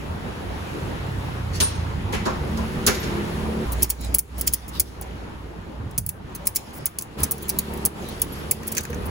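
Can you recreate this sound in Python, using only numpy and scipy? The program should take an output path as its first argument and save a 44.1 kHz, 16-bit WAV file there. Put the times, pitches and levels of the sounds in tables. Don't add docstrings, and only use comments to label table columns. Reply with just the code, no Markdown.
import sys
import numpy as np
from scipy import signal
from scipy.fft import rfft, irfft, next_fast_len
from scipy.io import wavfile
from scipy.ndimage import uniform_filter1d, minimum_filter1d, map_coordinates

SR = 44100
rng = np.random.default_rng(int(sys.argv[2]) if len(sys.argv) > 2 else 0)


def generate_wav(sig):
    pcm = np.round(np.clip(np.atleast_2d(sig).T, -1, 1) * 32767).astype(np.int16)
    wavfile.write(sys.argv[1], SR, pcm)


N = 401310


def amp(db):
    return 10 ** (np.asarray(db) / 20)


def unit(x):
    return x / np.sqrt(np.mean(x ** 2) + 1e-20)


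def along(points, hz):
    freq_hz, values = np.transpose(points)
    return np.interp(np.log(hz + 1), np.log(freq_hz + 1), values)


def curves(spans):
    t = np.arange(N) / SR
    time_s, *columns = np.transpose(np.vstack(spans))
    gate = sum((t >= rows[0][0]) & (t < rows[-1][0]) for rows in spans)
    return [np.interp(t, time_s, c) for c in columns] + [uniform_filter1d(gate * 1., size=400)]


def wobble(rate_hz):
    knots = rng.standard_normal(int(N * rate_hz / SR) + 4)
    return map_coordinates(knots, [np.arange(N) * rate_hz / SR])


def filtered(x, response):
    size = next_fast_len(x.shape[-1] + 8192)
    return irfft(rfft(x, size) * response(np.fft.rfftfreq(size, 1 / SR)), size)[..., :x.shape[-1]]


def coloured(shape, spectrum):
    return unit(filtered(rng.standard_normal(shape), lambda hz: amp(along(spectrum, hz))))


def add_at(out, start_s, sound):
    room = out[..., round(start_s * SR):][..., :sound.shape[-1]]
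    room += sound[..., :room.shape[-1]]


# freq_hz, correlation
LIKENESS = [(60, 0.95), (150, 0.89), (380, 0.39), (950, -0.11), (2380, -0.11), (5980, -0.053),
            (15000, 0.15)]


def stereo_noise(spectrum, patchy_db):
    bins = signal.stft(rng.standard_normal((2, N)), nperseg=512)[2]
    patches = uniform_filter1d(rng.standard_normal(bins.shape[1:]), size=6, axis=0)
    patches = unit(uniform_filter1d(patches, size=12, axis=1))
    pair = signal.istft(bins * amp(patchy_db * patches), nperseg=512)[1][:, :N]

    def response(hz):
        angle = np.arccos(np.clip(along(LIKENESS, hz), -1, 1)) / 2
        return amp(along(spectrum, hz)) * [np.cos(angle), np.sin(angle)]
    mid, side = filtered(pair, response)
    return unit(np.array([mid + side, mid - side]))


def rattle(t, rattle_ms, fast_t60_s, tail_t60_s, tail_db, spiky_db):
    min_flight_s, max_flight_s, contact_s = .0012, .0027, .0005
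    flights_s = rng.uniform(min_flight_s, max_flight_s, int(t[-1] / min_flight_s) + 2)
    hits_s = np.cumsum(flights_s) - flights_s[0]
    latest = np.searchsorted(hits_s, t, side="right") - 1
    strength = np.where(latest, rng.uniform(0, .85, len(hits_s))[latest], 1)
    spikes = strength * np.exp(-(t - hits_s[latest]) / contact_s)
    after_s = np.maximum(t - rattle_ms / 1000, 0)
    fall = amp(-60 * after_s / fast_t60_s) + amp(tail_db - 60 * after_s / tail_t60_s)
    return fall * amp(spiky_db * (spikes - .5)) * (1 - np.exp(-t / .0001))


def resonances(peaks, grip_detune=.012):
    gains = amp(rng.normal(0, 3, len(peaks)))
    tune = 1 + grip_detune * rng.normal(size=len(peaks))
    return lambda hz: sum(
        (-1) ** k * gains[k] * amp(level_db) * 1j * hz * width_hz
        / ((pitch_hz * tune[k]) ** 2 - hz * hz + 1j * hz * width_hz)
        for k, (pitch_hz, width_hz, level_db) in enumerate(peaks))


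# time_s, rumble_db, roar_db
BACKGROUND_LEVELS = [
    [(0.0, -34, -34), (0.93, -32.5, -32), (1.72, -32, -33.5), (2.05, -31, -34), (2.3, -31, -33),
     (3.07, -29, -28.5), (3.65, -34, -31.5)],
    [(3.67, -34, -32), (3.87, -36.5, -35), (4.31, -36.5, -37.5), (4.6, -37, -37.5), (5.67, -42.5, -40),
     (5.97, -36, -40), (6.0, -30.5, -50), (6.13, -41, -45.5), (6.3, -38.5, -39), (6.6, -39, -38),
     (7.17, -46, -41)],
    [(7.19, -39, -31), (7.402, -46, -35.5), (8.152, -37.5, -34.5), (8.706, -39, -35.5), (9.1, -32.5, -35.5)],
]
# start_s, rush_db, hiss_db
BACKGROUND_BALANCE = [(0, -8.5, -19.5), (3.66, -10, -16), (7.18, -9, -12.5)]
# freq_hz, density_db
RUMBLE_SPECTRUM = [(15, -66), (25, -62), (48, -3), (91, 0), (108, -7), (150, -7.5), (200, -9), (260, -34.5),
                   (440, -120)]
ROAR_SPECTRUM = [(71, -15), (120, -11), (249, -9), (403, -11.5), (661, -17), (931, -15.5), (1210, -22),
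                 (1370, -24.5), (2000, -30), (2600, -61), (4400, -120)]
RUSH_SPECTRUM = [(710, -20), (1200, 4), (1380, 2), (2680, -0.5), (3130, -2.5), (5000, -12), (7500, -16.5),
                 (9750, -57), (16500, -120)]
HISS_SPECTRUM = [(4500, -4), (6500, -11), (8500, -3.5), (11000, -7), (13000, -10), (15800, -12),
                 (16200, -52)]


def background(hiss_swing=1.89):
    rumble_db, roar_db, _ = curves(BACKGROUND_LEVELS)
    starts_s, *balance_db = np.transpose(BACKGROUND_BALANCE)
    span = np.searchsorted(starts_s[1:], np.arange(N) / SR)
    rush_db, hiss_db = np.array(balance_db)[:, span]
    hiss_db += roar_db.mean() + hiss_swing * (roar_db - roar_db.mean())
    swell = wobble(6.8)
    rumble = amp(rumble_db + .32 * wobble(20)) * stereo_noise(RUMBLE_SPECTRUM, patchy_db=1.2)
    roar = amp(roar_db + .27 * swell) * stereo_noise(ROAR_SPECTRUM, patchy_db=2.2)
    rush = amp(roar_db + rush_db + swell) * stereo_noise(RUSH_SPECTRUM, patchy_db=1)
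    hiss = amp(hiss_db + .8 * wobble(8.2)) * stereo_noise(HISS_SPECTRUM, patchy_db=1)
    return rumble + roar + rush + hiss


def engine(spans, orders, swell_db, waver_rad):
    firing_hz, level_db, gate = curves(spans)
    phase = 2 * np.pi * np.cumsum(firing_hz) / SR
    tone = sum(amp(order_db + swell_db * wobble(6.6)) * np.sin(multiple * phase + waver_rad * wobble(7))
               for multiple, order_db in orders)
    return amp(level_db) * gate * unit(tone)


# time_s, firing_hz, level_db
PASSING_RUN = [(0.85, 32.8, -62), (1.014, 34.1, -32), (1.3, 30.59, -31.5), (1.86, 27.06, -26),
               (2.4, 25.2, -43)]
IDLE_RUNS = [
    [(1.9, 34.54, -38.5), (2.9, 38, -30.5), (3.124, 34.22, -26), (3.252, 34.35, -30.5), (3.408, 36.58, -29),
     (3.65, 36.96, -27)],
    [(7.17, 35.74, -32), (7.508, 34.9, -36), (7.76, 36.6, -31.5), (8.104, 35.34, -38.5), (8.6, 36.17, -37),
     (8.85, 36.43, -38.5), (8.95, 37.4, -31), (9.1, 37.6, -37)],
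]
DRONE_RUN = [(3.66, 60, -31), (4.04, 59.4, -25.5), (4.37, 61.9, -32), (5.12, 59.8, -38.5), (5.4, 56, -48),
             (5.8, 60, -40)]
# multiple, relative_db
PASSING_ORDERS = [(2, -9.5), (3, -3.5), (4, -5), (6, -17.5)]
IDLE_ORDERS = [(2, 7), (4, 1.5), (5, 1), (6, 7.5), (9, -11), (10, 1.5), (11, -2.5), (12, -7), (13, -1.5),
               (14, -14.5), (16, -12)]


def engines():
    idling = engine(IDLE_RUNS, IDLE_ORDERS, swell_db=2.6, waver_rad=.45)
    passing = engine([PASSING_RUN], PASSING_ORDERS, swell_db=1, waver_rad=.14)
    drone = engine([DRONE_RUN], [(1, 0)], swell_db=1.5, waver_rad=.3)
    return idling + passing + drone


# centre_s, half_width_s, level_db
RUBS = [(1.575, 0.048, -38.5), (3.9, 0.22, -41), (4.57, 0.4, -46), (6.7, 0.18, -47.5), (7.42, 0.19, -46.5),
        (8.12, 0.19, -43), (8.4, 0.16, -67), (8.75, 0.33, -44)]
# freq_hz, density_db
RUB_SPECTRUM = [(800, -31.5), (2000, 4), (5000, 4.5), (8000, -1), (12000, -5), (15800, -10), (16200, -38)]


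def webbing():
    t = np.arange(N) / SR
    effort = sum(amp(level_db) * np.exp(-((t - centre_s) / half_width_s) ** 2)
                 for centre_s, half_width_s, level_db in RUBS)
    scratch = amp(5.1 * wobble(25) + .86 * wobble(330))
    return effort * unit(scratch * stereo_noise(RUB_SPECTRUM, patchy_db=-4.5))


# start_s, level_db, thud_relative_db, rattle_ms, t60_s, tilt_db_per_octave, hollow_hz
CLANGS = [(1.602, -21.5, -7.5, 8, 0.24, -3, 1200), (2.125, -38.5, 12.5, 27.5, 0.089, -0.5, 2300),
          (2.255, -35.5, 12, 13, 0.12, -4, 1010), (2.573, -39.5, 6.5, 5.1, 0.059, -1, 815),
          (2.865, -15.5, -7.5, 3.7, 0.073, 5.5, 1410), (2.874, -19.5, -1, 3.8, 0.22, 0, 2040),
          (2.945, -30.5, -28, 8.9, .09, -3, 1400), (3.03, -37, -11, 11, .09, -4, 1400)]
# freq_hz, density_db
CLANG_SPECTRUM = [(700, -22), (1500, -11), (3800, 5), (6500, 5.5), (9000, -2), (11500, 1), (15500, -11)]
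THUD_SPECTRUM = [(60, -22), (120, 10), (350, 12), (800, 3.5), (1400, 1), (2500, -13), (5000, -52)]


def clangs(hollow_db=-4.5, hollow_width_ratio=.63):
    out, t = np.zeros((2, N)), np.arange(SR // 2) / SR
    shape = (2, len(t))
    for start_s, level_db, thud_db, rattle_ms, t60_s, tilt_db_per_octave, hollow_hz in CLANGS:
        chatter = rattle(t, rattle_ms, fast_t60_s=.064, tail_t60_s=t60_s, tail_db=-7.5, spiky_db=1)
        peak = resonances([(hollow_hz, hollow_width_ratio * hollow_hz, 0)])
        hollow = unit(filtered(rng.standard_normal(shape), lambda hz: peak(hz) ** 2))
        attack = 1 - np.exp(-(t / .0052) ** 2)
        fall = amp(thud_db - 60 * np.maximum(t - .03, 0) / t60_s)
        thud = attack * fall * (coloured(shape, THUD_SPECTRUM) + amp(hollow_db) * hollow)
        tilted = [(hz, db + tilt_db_per_octave * np.log2(hz / 6000)) for hz, db in CLANG_SPECTRUM]
        add_at(out, start_s, amp(level_db) * (chatter * coloured(shape, tilted) + thud))
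    return out


def steel_mode(t, pitch_hz, level_db, t60_s, flicker_db, flicker_hz):
    envelope = amp(level_db + flicker_db * wobble(flicker_hz)[:len(t)] - 60 * t / t60_s)
    return envelope * np.sin(2 * np.pi * pitch_hz * t)


# pitch_hz, relative_db, t60_s
TOOL_MODES = [(3595, -15, .2), (4130, -12, .25), (5870, -15, .1), (6540, -14, .08), (8295, -2, .2),
              (8670, 11, .26), (8785, -6, .2), (9020, -8, .17), (13595, 2, .3), (14100, -8, .15)]


def tool_ring(start_s=1.602, level_db=-22):
    out, t = np.zeros(N), np.arange(SR // 2) / SR
    ring = sum(steel_mode(t, *mode, flicker_db=2.2, flicker_hz=70) for mode in TOOL_MODES)
    add_at(out, start_s, amp(level_db) * (1 - np.exp(-t / .006)) * ring)
    return out


# start_s, level_db, pitch_hz, t60_s
PINGS = [(2.952, -26, 11900, 0.045), (2.998, -31, 11830, 0.054), (8.32, -36, 11760, 0.14),
         (8.325, -42, 10300, 0.13)]


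def pings():
    out, t = np.zeros(N), np.arange(SR // 2) / SR
    for start_s, level_db, pitch_hz, t60_s in PINGS:
        ring = steel_mode(t, pitch_hz, level_db, t60_s, flicker_db=3.8, flicker_hz=95)
        add_at(out, start_s, (1 - np.exp(-t / .0019)) * ring)
    return out


# start_s, level_db, pitch_hz, t60_s
THUMPS = [(2.958, -13.5, 370, 0.14), (8.897, -19.5, 474, 0.07), (5.798, -21, 102, 0.14),
          (5.86, -21.5, 113, 0.084), (5.982, -18, 118, 0.087), (6.82, -22.5, 140, 0.1),
          (7.184, -26.5, 136, 0.17), (7.21, -20.5, 80, 0.23)]


def thumps():
    out, t = np.zeros(N), np.arange(SR // 2) / SR
    for start_s, level_db, pitch_hz, t60_s in THUMPS:
        knock = np.sin(2 * np.pi * pitch_hz * t) + .15 * coloured(len(t), THUD_SPECTRUM)
        envelope = amp(level_db - 60 * t / t60_s) * (1 - np.exp(-t / .0049))
        add_at(out, start_s, envelope * knock)
    return out


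# start_s, level_db, frame_relative_db, rattle_ms
SNAPS = [(3.72, -27, -8, 14), (3.823, -21.5, -1, 7.1), (3.829, -10, -13, 5), (3.842, -24, -4, 3),
         (3.895, -23, -7, 3), (3.9014, -9, -5, 4.4), (4.0098, -31.5, -6, 4), (4.046, -31.5, 1, .5),
         (4.143, -16.5, -3, 2.1), (4.1472, -4.5, -12.5, 0.95), (4.185, -5, -10, 2), (4.191, 0, -17, 1.3),
         (4.382, -30.5, -13, 18.6), (4.4116, -15, -8.5, 2.2), (4.4657, -35, 4.5, 2.6), (4.47, -23, -8, 4),
         (4.4743, -11, -3.5, 3.7), (4.5262, -27, -5, 10), (4.5358, -10, -8.5, 7), (4.681, -33, -7, 12),
         (4.7972, -10, -7, 6.2), (5.013, -26, -20, .3), (5.019, -39, 1, 7.6), (5.91, -44, -4, 2),
         (5.9788, -18, -1.5, 1.5), (5.984, -13.5, -18, 0.85), (6.0637, -18, -12, .6), (6.087, -36, -8, 2),
         (6.0912, -18.5, -10, 1.7), (6.35, -30.5, -7, 10.5), (6.455, -38, 2, 15), (6.4707, -9, -13.5, 2.4),
         (6.5497, -31, 0, 7), (6.5591, -10, -7, 5.9), (6.7337, -42, -7, 11), (6.7502, -39.5, -8, 35),
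         (6.857, -9.5, -15, 0.58), (6.864, -24, -1, 1.3), (6.9862, -16, -2.5, 0.6), (7.0103, -29, -1, .3),
         (7.0223, -23, -7, 0.56), (7.204, -28, -12, 1), (7.2217, -39, -6, .8), (7.233, -12.5, -7, 6.3),
         (7.3107, -10.5, -18, 3), (7.3184, -11.5, -10, 1.1), (7.3804, -33, -5, 2.5), (7.417, -41, -14, 3.5),
         (7.424, -29, -16, 8.7), (7.483, -27, -8, 4.2), (7.4927, -14.5, -7.5, 5.8),
         (7.5871, -12.5, -9, 3.44), (7.7372, -26.5, -20, 0.61), (7.774, -35, -12, 2.5),
         (7.8522, -12, -15, 1.5), (7.859, -9, -14, 1.4), (8.088, -34, -15, 4.6), (8.1984, -37, -10, 0.81),
         (8.2172, -12.5, -11.5, 3.7), (8.5112, -10, -10, 4.3), (8.6699, -32, -13, 3.7),
         (8.6776, -20.5, -13, 4.6), (8.718, -25, -8, 2), (8.722, -22, -10, 3), (8.7496, -28, 0, 1.5),
         (8.808, -27.5, 0, .5), (8.833, -31, -4, 5), (9.057, -34.5, -29, 12.2)]
# freq_hz, density_db
SNAP_SPECTRUM = [(4500, -38), (6200, -12.5), (7500, -16.5), (8700, 5.5), (10500, 3.5), (13000, 1.5),
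                 (15700, 7), (16300, -43)]
# pitch_hz, width_hz, relative_db
FRAME_MODES = [(2200, 240, -10), (2670, 260, -13), (3210, 310, -12), (3650, 160, -15), (4080, 230, -10.5),
               (4704, 260, -3.5), (5240, 230, -2.5), (5820, 230, -2.5), (6210, 300, -3.5), (7120, 310, -1),
               (7496, 190, -1), (8180, 320, 3.5), (9500, 270, 0)]


def pawls():
    out, t = np.zeros((2, N)), np.arange(SR // 5) / SR
    for start_s, level_db, frame_db, rattle_ms in SNAPS:
        chatter = rattle(t, rattle_ms, fast_t60_s=.02, tail_t60_s=.075, tail_db=-12, spiky_db=12)
        clatter = rattle(t, rattle_ms + 1, fast_t60_s=.035, tail_t60_s=.09, tail_db=-13, spiky_db=11)
        shared, left, right = rng.standard_normal((3, len(t)))
        frame = filtered(clatter * (shared + np.array([left, right])), resonances(FRAME_MODES))
        frame *= np.linalg.norm(chatter) / np.linalg.norm(frame[0])
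        snap = chatter * coloured(len(t), SNAP_SPECTRUM)
        add_at(out, start_s, amp(level_db) * (snap + amp(frame_db) * frame))
    return out


# start_s, level_db, treble_db
CLACKS = [(8.6315, -32.5, 1), (8.68, -36, -5), (8.7685, -24, 5), (8.773, -23, 7), (8.78, -15.5, 6),
          (8.852, -25, 2), (8.902, -42, 16), (8.93, -28, -13), (8.945, -36, 7)]
# pitch_hz, width_hz, relative_db
HANDLE_MODES = [(1650, 190, 3.5), (2500, 450, 1), (4280, 460, -5.5), (6130, 450, 2), (7100, 340, -4),
                (7500, 260, -6.5)]


def handle():
    out, t = np.zeros((2, N)), np.arange(SR // 10) / SR
    for start_s, level_db, treble_db in CLACKS:
        chatter = rattle(t, rattle_ms=1, fast_t60_s=.022, tail_t60_s=.07, tail_db=-12, spiky_db=10)
        modes = [(hz, width_hz, db + treble_db * (hz > 3000)) for hz, width_hz, db in HANDLE_MODES]
        clack = filtered(chatter * rng.standard_normal((2, len(t))), resonances(modes))
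        clack *= np.linalg.norm(chatter) / np.linalg.norm(clack[0])
        edge = amp(treble_db - 9) * chatter * coloured(len(t), SNAP_SPECTRUM)
        add_at(out, start_s, amp(level_db) * (clack + edge))
    return out


# freq_hz, t60_s
WORKSHOP_DECAY = [(200, 0.2), (2000, 0.69), (8000, 0.38), (15000, 0.21)]


def workshop_reverb(x):
    hz, t, bins = signal.stft(rng.standard_normal((2, SR // 2)), SR, nperseg=256)
    decay = amp(-60 * t / along(WORKSHOP_DECAY, hz)[:, None])
    tail = signal.istft(bins * decay, SR, nperseg=256)[1]
    return signal.fftconvolve(x, tail / np.linalg.norm(tail[0]), axes=1)[:, :N]


def scene():
    near = pawls() + handle()
    far = clangs() + tool_ring() + pings()
    reverb = workshop_reverb(amp(-20) * near + amp(-3.5) * far)
    return near + far + reverb + webbing() + thumps() + engines() + background()


def ducking(x, threshold_db=-14, slope=.97, hold_s=.056, glide_s=.06, delay_s=.028):
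    peak_db = 20 * np.log10(uniform_filter1d(np.abs(x).max(axis=0), size=40) + 1e-6)
    cut_db = -slope * np.maximum(peak_db - threshold_db, 0)
    window = int(hold_s * SR) | 1
    held_db = minimum_filter1d(cut_db, size=window, origin=window // 2)
    pole = np.exp(-1 / (glide_s * SR))
    glide_db = signal.lfilter([1 - pole], [1, -pole], held_db)
    gain_db = uniform_filter1d(np.minimum(held_db, glide_db) + .61 * glide_db, size=800)
    return amp(np.pad(gain_db, (int(delay_s * SR), 0))[:N])


# freq_hz, left_minus_right_db
BALANCE = [(60, -2.5), (200, -1.6), (600, 1.2), (1500, 1.5), (3000, .4), (4500, -2), (7000, 0)]


def record(dry, crossover_hz=6900, ceiling=.9, top_hz=16600):
    left, right = dry * ducking(dry)
    treble_share = lambda hz: 1 / (1 + (crossover_hz / (hz + 1)) ** 14)
    turn_rad = lambda hz: 2 * np.pi * (11000 - hz) / 4800
    right_low = filtered(right, lambda hz: np.sqrt(1 - treble_share(hz)))
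    right_high = filtered(left, lambda hz: np.sqrt(treble_share(hz)) * np.exp(-1j * turn_rad(hz)))
    pair = np.array([left, right_low + right_high])
    balanced = filtered(pair, lambda hz: amp(np.array([[.5], [-.5]]) * along(BALANCE, hz)))
    clipped = balanced / (1 + np.abs(balanced / ceiling) ** 8) ** (1 / 8)
    return filtered(clipped, lambda hz: 1 / (1 + (hz / top_hz) ** 200))


dry = scene()
out = record(dry)
generate_wav(out)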